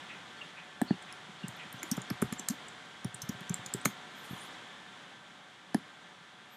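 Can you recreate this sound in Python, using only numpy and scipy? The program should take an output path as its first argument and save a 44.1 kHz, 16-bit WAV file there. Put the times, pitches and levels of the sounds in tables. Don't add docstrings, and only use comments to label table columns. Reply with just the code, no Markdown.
import sys
import numpy as np
from scipy import signal
from scipy.fft import rfft, irfft
from scipy.io import wavfile
from scipy.ndimage import uniform_filter1d

SR = 44100
rng = np.random.default_rng(int(sys.argv[2]) if len(sys.argv) > 2 else 0)


def unload_wav(signal):
    wavfile.write(
        sys.argv[1],
        SR,
        np.round(np.clip(np.atleast_2d(signal).T, -1, 1) * 32767).astype(np.int16),
    )


N = 289547
TIME = np.arange(N) / SR
RING = np.arange(int(.25 * SR)) / SR


def undb(db):
    return 10 ** (np.asarray(db) / 20)


def unit(x):
    return x / np.sqrt(np.mean(x ** 2))


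def fade(t60):
    return np.exp(-np.log(1000) * RING / max(t60, 1e-4))


def swell(peak_s, order):
    age = RING / max(peak_s, 1e-4)
    return (age * np.exp(1 - age)) ** order


def add(track, s, sound):
    i = max(int(s * SR), 0)
    track[i:i + len(sound)] += sound[:max(N - i, 0)]


def blow(x, db, window_s=.005):
    return x * undb(db) * np.sqrt(window_s * SR / np.sum(x ** 2))


def resonate(x, hz, width_hz, widen):
    hz = min(hz, SR / 2 - 1000)
    for width in width_hz, widen * width_hz:
        x = signal.lfilter(*signal.iirpeak(hz, hz / width, fs=SR), x)
    return x


def colour(x, points):
    hz, db = np.transpose(points)
    bins = np.maximum(np.fft.rfftfreq(len(x), 1 / SR), 1)
    return irfft(rfft(x) * undb(np.interp(np.log(bins), np.log(hz), db)), len(x))


def walk(rate):
    k = max(int(SR / rate), 1)
    steps = np.repeat(rng.standard_normal(N // k + 1), k)
    return unit(uniform_filter1d(steps, k)[:N])


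def tone(hz):
    return np.sin(2 * np.pi * np.cumsum(hz) / SR)


# f/Hz, relative density/dB
HISS_SPECTRUM = [(24, -61), (40, -26.5), (177, 1), (211, -2.5), (502, -7.5), (582, -4), (693, -8),
                 (746, -4), (910, -3), (1610, -4), (2150, -5), (2600, -11), (3470, -14), (4300, -19),
                 (5200, -19.5), (6600, -19.5), (7800, -21.5), (9100, -27), (9900, -28), (15000, -50.5)]
# f/Hz, width/Hz, relative level/dB
HISS_PEAKS = [(188, 130, -24), (1290, 2000, -15), (3325, 1020, -7)]
# f/Hz, relative level/dB
FAN_TONES = [(735, -15.5), (1378, -16.5), (1562, -13.5), (1746, -15.5)]
# t/s, gain/dB
ROOM_TONE_GAIN = [(0.0, -48.5), (0.66, -51.5), (0.84, -51), (0.97, -49.5), (1.3, -50.5), (1.86, -48),
                  (2.01, -47.5), (2.67, -48.5), (2.87, -51), (3.05, -50.5), (3.42, -48), (3.8, -48),
                  (4.08, -49), (4.42, -47), (4.75, -50), (5.1, -52), (5.54, -54.5), (5.87, -53),
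                  (6.57, -55)]


def hiss_and_fan(hiss_db=-1.5, flicker_db=.45):
    hiss = undb(hiss_db) * unit(colour(rng.standard_normal(N), HISS_SPECTRUM))
    for hz, width, db in HISS_PEAKS:
        hiss += undb(db) * unit(resonate(rng.standard_normal(N), hz, width, widen=1))
    fan_speed = 1 + 0.0012 * walk(6)
    whine = sum(undb(db) * unit(tone(hz * fan_speed) * (1 + 0.39 * walk(17))) for hz, db in FAN_TONES)
    hiss *= undb(flicker_db * walk(12))
    return (hiss + whine) * undb(np.interp(TIME, *np.transpose(ROOM_TONE_GAIN)))


# peak t/s within the phrase, length/s, base level/dB, start f/Hz, end f/Hz,
# roughness/share of the pitch
BIRD_NOTES = [(-.006, 0.048, -59.5, 4300, 4450, .035), (0.032, 0.021, -47, 2880, 2720, .03),
              (0.199, 0.0663, -55.5, 2712, 2280, 0.16)]
# t/s, lift of the high note/dB, of the chirp/dB, of the falling note/dB
BIRD_PHRASES = [(-.091, 2, 0, 7.5), (0.385, -3, 5.5, 4.5), (.893, 8, -6, 1.5), (1.405, -5, 0, 6.5)]


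def bird(rise_share=0.48, scatter_t60=0.09, scatter_db=-2):
    song = np.zeros(N)
    for start_s, *lifts_db in BIRD_PHRASES:
        for (after_s, length_s, db, start_hz, end_hz, rough), lift_db in zip(BIRD_NOTES, lifts_db):
            along = 2 * (TIME - start_s - after_s) / length_s
            hz = np.interp(along, [-1, 1], [start_hz, end_hz])
            shape = np.exp(-np.where(along < 0, (along / rise_share) ** 2, along))
            song += undb(db + lift_db) * shape * unit(tone(hz * (1 + rough * walk(900))))
    scatter = rng.standard_normal(len(RING)) * fade(scatter_t60)
    scatter /= np.sqrt(np.sum(scatter ** 2))
    return song + undb(scatter_db) * signal.fftconvolve(song, scatter)[:N]


# f/Hz, width/Hz, relative energy/dB
GLASS_MODES = [(4320, 710, 0), (5300, 820, 2.5), (6720, 660, -8), (7160, 630, -4), (8330, 560, -5.5),
               (9960, 1300, -3.5), (10500, 670, -4.5), (11700, 1400, -6.5), (14300, 2100, -10.5)]


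def glass(contact, low_db, high_db, touch, uneven_db=3, detune=0.022):
    ring = 0
    for k, ((hz, width, db), (weight, shift)) in enumerate(zip(GLASS_MODES, touch)):
        lift_db = np.interp(hz, [5500, 6400, 8500, 9700], [low_db, 0, 0, high_db])
        mode = resonate(contact, hz * (1 + detune * shift), width, widen=3)
        ring += (-1) ** k * blow(mode, db + lift_db + uneven_db * weight)
    return ring


def nail(contact, hz, second_hz, width_hz=390, second_db=-4.5):
    first, second = (resonate(contact, f, width_hz, widen=4) for f in (hz, second_hz))
    return blow(first, 0) + blow(second, second_db)


# t/s, level/dB, lift of the low glass modes/dB, of the
# high ones/dB, slant (0 square-on, 1 glancing), nail f/Hz, second nail f/Hz, nail over glass/dB
NAIL_TICKS = [(.816, -40.5, -9, 6, 0.088, 8400, 10400, 4), (1.024, -56.5, -10, -14, .6, 8320, 9300, 1),
              (1.1253, -47, -2, -10, 0.05, 5320, 9900, 6), (1.482, -43, -17, -3, 0.52, 7750, 9060, -7),
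              (1.565, -66, -15, 10, 0.72, 14000, 11900, 0), (1.727, -48.5, -14, 4, .38, 12100, 8740, 1),
              (1.8304, -40, -20, 3, .55, 7100, 6500, 4), (1.9142, -33, -12, 1, 0.68, 5980, 9800, -4),
              (1.9685, -48.5, -10, 0, .78, 7140, 11800, 2), (2.0177, -46, -14, -10, 0.27, 7000, 8700, 17),
              (2.1012, -42, 2, 8, 0.6, 11460, 9700, 0), (2.2184, -38, -22, 2, 0.42, 8600, 6870, 0),
              (2.2238, -39.5, -18, -2, .2, 9000, 7500, -3), (2.325, -41, -10, 6, 0.51, 7200, 10300, 3),
              (2.335, -47, -14, -14, 0.55, 6600, 7200, 8), (2.395, -39.5, -14, -6, 0.57, 7550, 6400, 7),
              (2.4862, -27, -10, 2, 0.29, 7520, 6720, 3.5), (2.4992, -44.5, -11, 1, 0.83, 6300, 7400, -1),
              (2.505, -48, -9, 0, 0.92, 5800, 7400, -6), (2.684, -51.5, -16, -20, 0.73, 7660, 7500, 9),
              (3.0456, -43.5, 0, 11, .25, 9600, 5660, 6), (3.144, -43, -22, -8, .3, 8300, 9000, 11),
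              (3.1473, -43.5, -22, -2, .05, 8810, 7750, 9), (3.219, -38, -9, -3, 0.66, 6090, 5440, 6),
              (3.228, -54, -6, 0, .6, 6100, 11000, 0), (3.2905, -46, -3, 7, 1, 5960, 6700, 1.5),
              (3.407, -58, -10, -3, 0.47, 9900, 13000, 0), (3.495, -40, -18, 7, 0.47, 7200, 6400, 8),
              (3.542, -32, -16, -8, 0, 7600, 8500, 2), (3.6613, -41, -9, -5, 0.58, 7000, 7860, 2),
              (3.7381, -29.5, -9, -7, 0.25, 8200, 9460, 3), (3.851, -38, -16, -9, 0.52, 6500, 7500, -8),
              (3.855, -27, -19, 4, .62, 6500, 7640, -1.5), (5.745, -39, 0, -4, .1, 10030, 10700, 1)]


def ticks(grit=0.66, rise_share=0.39, scuff_s=0.0038, scuff_lead_s=0.0027, grain_db=6):
    out = np.zeros(N)
    n = len(RING) // 4
    for s, db, low_db, high_db, slant, hz, second_hz, nail_db in NAIL_TICKS:
        noise, scrape, grain = rng.standard_normal((3, n))
        touch = rng.standard_normal((len(GLASS_MODES), 2))
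        contact_s = np.interp(slant, [0, 1], [.0006, .0018])
        peak_s = rise_share * contact_s
        landing = grit * noise * swell(peak_s, order=1)[:n]
        landing[int(peak_s * SR)] += 2
        scuff = scrape * undb(grain_db * grain) * swell(scuff_s, order=2)[:n]
        scuff_db = np.interp(slant, [0, 1], [-13, 5.5])
        for contact, lead_s, lift_db in (landing, 0, 0), (scuff, scuff_lead_s, scuff_db):
            ring = blow(glass(contact, low_db, high_db, touch), 0)
            ring += blow(nail(contact, hz, second_hz), nail_db)
            add(out, s - lead_s, blow(ring, db + lift_db))
    return out


# f/Hz, t60/s, gain struck mid-case/dB, struck at the rim/dB
CASE_MODES = [(450, 0.019, -21, -20), (603, 0.012, -13, -3), (732, 0.018, -4, -13.5),
              (866, 0.024, -20, -10.5), (1135, 0.0098, -28, -5.5), (1284, 0.012, -31, 4.5),
              (1460, .013, -33, 1), (1740, 0.015, -7.5, -3.5), (2110, 0.0076, -35, 9),
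              (3040, 0.019, -25, -16), (4090, 0.0081, -12, -3)]
# t/s, level/dB, place (0 middle, 1 rim), low f/Hz and high f/Hz of the excited band
CASE_KNOCKS = [(0.8154, -28, 0.019, 300, 2920), (.907, -34.5, 0.13, 302, 1800), (1.83, -39, 1, 1900, 3500),
               (1.9784, -38.5, 1, 300, 900), (2.1048, -37, 0.76, 600, 2200),
               (2.223, -30.5, 0.92, 300, 1410), (2.326, -40, 0.79, 900, 4000),
               (2.486, -37, 0.67, 1200, 5000), (3.047, -44, 0.71, 400, 1100), (3.5422, -45, 1, 1400, 5000),
               (3.856, -22.5, 0.9, 300, 5030), (5.7456, -28, 0.049, 300, 3200)]


def knocks(contact_s=0.00065, detune=0.0045):
    out = np.zeros(N)
    for s, db, place, low_hz, high_hz in CASE_KNOCKS:
        shifts = rng.standard_normal(len(CASE_MODES))
        ring = 0
        for (hz, t60, middle_db, rim_db), shift in zip(CASE_MODES, shifts):
            gain = undb(np.interp(place, [0, 1], [middle_db, rim_db]))
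            gain /= np.sqrt(1 + (hz / high_hz) ** 6 + (low_hz / hz) ** 6)
            ring += gain * fade(t60) * np.sin(2 * np.pi * hz * (1 + detune * shift) * RING)
        attack = 1 - np.exp(-RING / contact_s)
        add(out, s, blow(ring * attack, db))
    return out


# f/Hz, t60/s, relative level/dB
BODY_MODES = [(142, .11, -40), (192, .095, -28)]
# t/s, level/dB, f/Hz at the widest swing,
# time to that swing/s, pitch sag/octaves (negative rises), t60/s, back cover over body/dB
FINGER_THUMPS = [(0.816, -20, 242, 0.0065, -0.065, 0.023, -20),
                 (0.9062, -17.5, 227, 0.0053, 0.59, 0.027, -22),
                 (1.2874, -43.5, 198, 0.0094, 0.42, .024, -10), (1.435, -31, 196, 0.0093, 0.8, .02, -20),
                 (1.4813, -41.5, 187, 0.008, 2, 0.088, -24), (1.6493, -43, 186, 0.0098, 0.63, .039, -19),
                 (1.7396, -41, 179, 0.0062, 1.1, 0.043, -20), (1.832, -41.5, 315, 0.0082, -0.19, .031, -21),
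                 (1.9138, -24.5, 214, 0.0075, -0.49, 0.052, -28),
                 (1.9755, -28.5, 198, 0.0065, 1.05, 0.043, -12),
                 (2.1044, -26.5, 218, 0.0093, 1.47, 0.035, -17),
                 (2.2205, -20.5, 211, 0.0066, -0.38, 0.022, -7),
                 (2.2393, -32.5, 135, 0.006, -0.041, 0.05, -18),
                 (2.3215, -30, 200, 0.006, -0.58, 0.034, -16),
                 (2.39, -40.5, 250, 0.0098, 0.69, 0.079, -10.5), (2.496, -26, 217, 0.012, -0.47, 0.06, -28),
                 (3.0466, -27, 184, 0.0077, 1.28, 0.041, -16.5), (3.1334, -45, 142, 0.014, 0.9, .07, -12),
                 (3.2256, -39, 133, 0.013, -0.51, .062, -22), (3.29, -28, 197, 0.0063, -0.83, 0.035, -18),
                 (3.3416, -43.5, 145, 0.0102, .66, .04, -11),
                 (3.4084, -40.5, 181, 0.0076, 0.043, .027, -17),
                 (3.4998, -25.5, 172, 0.0081, 0.052, 0.056, -19),
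                 (3.589, -43, 160, 0.0055, 1.3, 0.063, -16), (3.6497, -47, 186, 0.013, 1.2, .07, -13),
                 (3.7433, -30.5, 184, 0.0059, 1.06, .039, -3.5),
                 (3.8564, -25.5, 201, 0.0059, 0.89, 0.035, -16),
                 (3.8612, -32.5, 270, 0.012, 0.47, 0.11, -17),
                 (4.3066, -36.5, 192, 0.0048, 1.6, 0.033, -25), (4.3287, -36.5, 194, 0.0051, 1.4, .02, -13),
                 (5.7454, -18.5, 240, 0.0062, 0.33, .031, -17.5)]


def thumps(back_hz=390, sag_s=.012, fully_loaded_hz=111):
    out = np.zeros(N)
    low_modes = sum(undb(db) * fade(t60) * np.sin(2 * np.pi * hz * RING) for hz, t60, db in BODY_MODES)
    for s, db, hz, peak_s, sag, t60, back_db in FINGER_THUMPS:
        age = RING - peak_s
        decay = np.interp(age, RING, fade(t60), left=0)
        shape = np.maximum(swell(peak_s, order=4), decay)
        pitch = np.maximum(hz * 2 ** (-sag * np.tanh(age / sag_s)), fully_loaded_hz)
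        cycles = np.cumsum(pitch) / SR
        swing = np.sin(2 * np.pi * (cycles - np.interp(0, age, cycles)))
        back = undb(back_db) * np.sin(2 * np.pi * back_hz * age)
        after_ring = np.interp(age, RING, low_modes)
        add(out, s, blow(shape * (swing + back) + after_ring, db))
    return out


# peak t/s, length/s, level/dB, f/Hz
SKIN_SQUEAKS = [(1.795, .012, -51.5, 6200), (1.925, 0.011, -37, 5600), (2.39, 0.014, -44, 7350),
                (3.815, 0.0067, -47, 8100), (4.19, .06, -63, 13050), (4.252, .05, -63, 13000),
                (4.26, .035, -62, 9600), (4.32, 0.045, -57, 12800), (4.365, .04, -66, 13100),
                (4.415, .022, -51, 8900), (4.432, .02, -56, 9300), (4.465, .045, -66, 12800),
                (6.542, 0.059, -62, 13000)]


def squeaks(rough=0.0165, wander=0.0053):
    out = np.zeros(N)
    middle_s = RING.mean()
    for s, length_s, db, hz in SKIN_SQUEAKS:
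        shape = np.exp(-(2 * (RING - middle_s) / length_s) ** 2)
        pitch = hz * (1 + rough * walk(980) + wander * walk(49.5))[:len(RING)]
        add(out, s - middle_s, undb(db) * shape * tone(pitch))
    return out


# t/s, hold/s, level/dB
FINGER_STROKES = [(1.862, 0.055, -64), (4.167, 0.075, -72), (4.25, 0.22, -64), (4.39, .045, -67)]


def slide(lowest_hz=6000, top_hz=13300, tilt_db_per_octave=-1, grain_db=2.5,
          slip_chance=0.014, slip_size=4, attack_s=0.026, release_s=0.027):
    friction = rng.standard_normal(N)
    slips = rng.random(N) < slip_chance * undb(4 * walk(300))
    friction *= 1 + slip_size * slips
    rub = 0
    for hz, width, db in GLASS_MODES:
        if hz > lowest_hz:
            mode = unit(resonate(friction, hz, width, widen=2))
            tilt_db = tilt_db_per_octave * np.log2(hz / lowest_hz)
            rub += mode * undb(db + tilt_db + grain_db * walk(110))
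    rub = signal.sosfilt(signal.butter(8, top_hz, fs=SR, output="sos"), unit(rub))
    out = np.zeros(N)
    for s, hold_s, db in FINGER_STROKES:
        pressure = np.interp(TIME - s, [-attack_s, 0, hold_s, hold_s + release_s], [0, 1, 1, 0])
        out += pressure * undb(db) * rub
    return out


# f/Hz, gain/dB
WALL_SPECTRUM = [(80, -5.5), (200, -17), (500, -16.5), (1500, -21), (4000, -14.5), (6500, -15),
                 (8200, -18.5), (10000, -17.5), (14000, -11)]


def room(x, t60=0.15, echo_s=0.01, echo_db=-23):
    onset = np.clip(RING / echo_s - .5, 0, 1)
    tail = rng.standard_normal(len(RING)) * fade(t60) * onset
    response = colour(tail / np.sqrt(np.sum(tail ** 2)), WALL_SPECTRUM)
    response[int(echo_s * SR)] += undb(echo_db)
    return x + signal.fftconvolve(x, response)[:N]


def scene():
    direct = hiss_and_fan() + slide()
    echoing = room(thumps() + knocks() + ticks() + squeaks() + bird())
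    return (direct + echoing)[None]


def record(dry, bass_hz=55, treble_hz=15000, cutoff_hz=15300):
    thin = signal.sosfilt(signal.butter(2, bass_hz, "high", fs=SR, output="sos"), dry)
    dull = signal.sosfilt(signal.butter(4, treble_hz, fs=SR, output="sos"), thin)
    return signal.sosfilt(signal.ellip(8, .2, 70, cutoff_hz, fs=SR, output="sos"), dull)


dry = scene()
out = record(dry)
unload_wav(out)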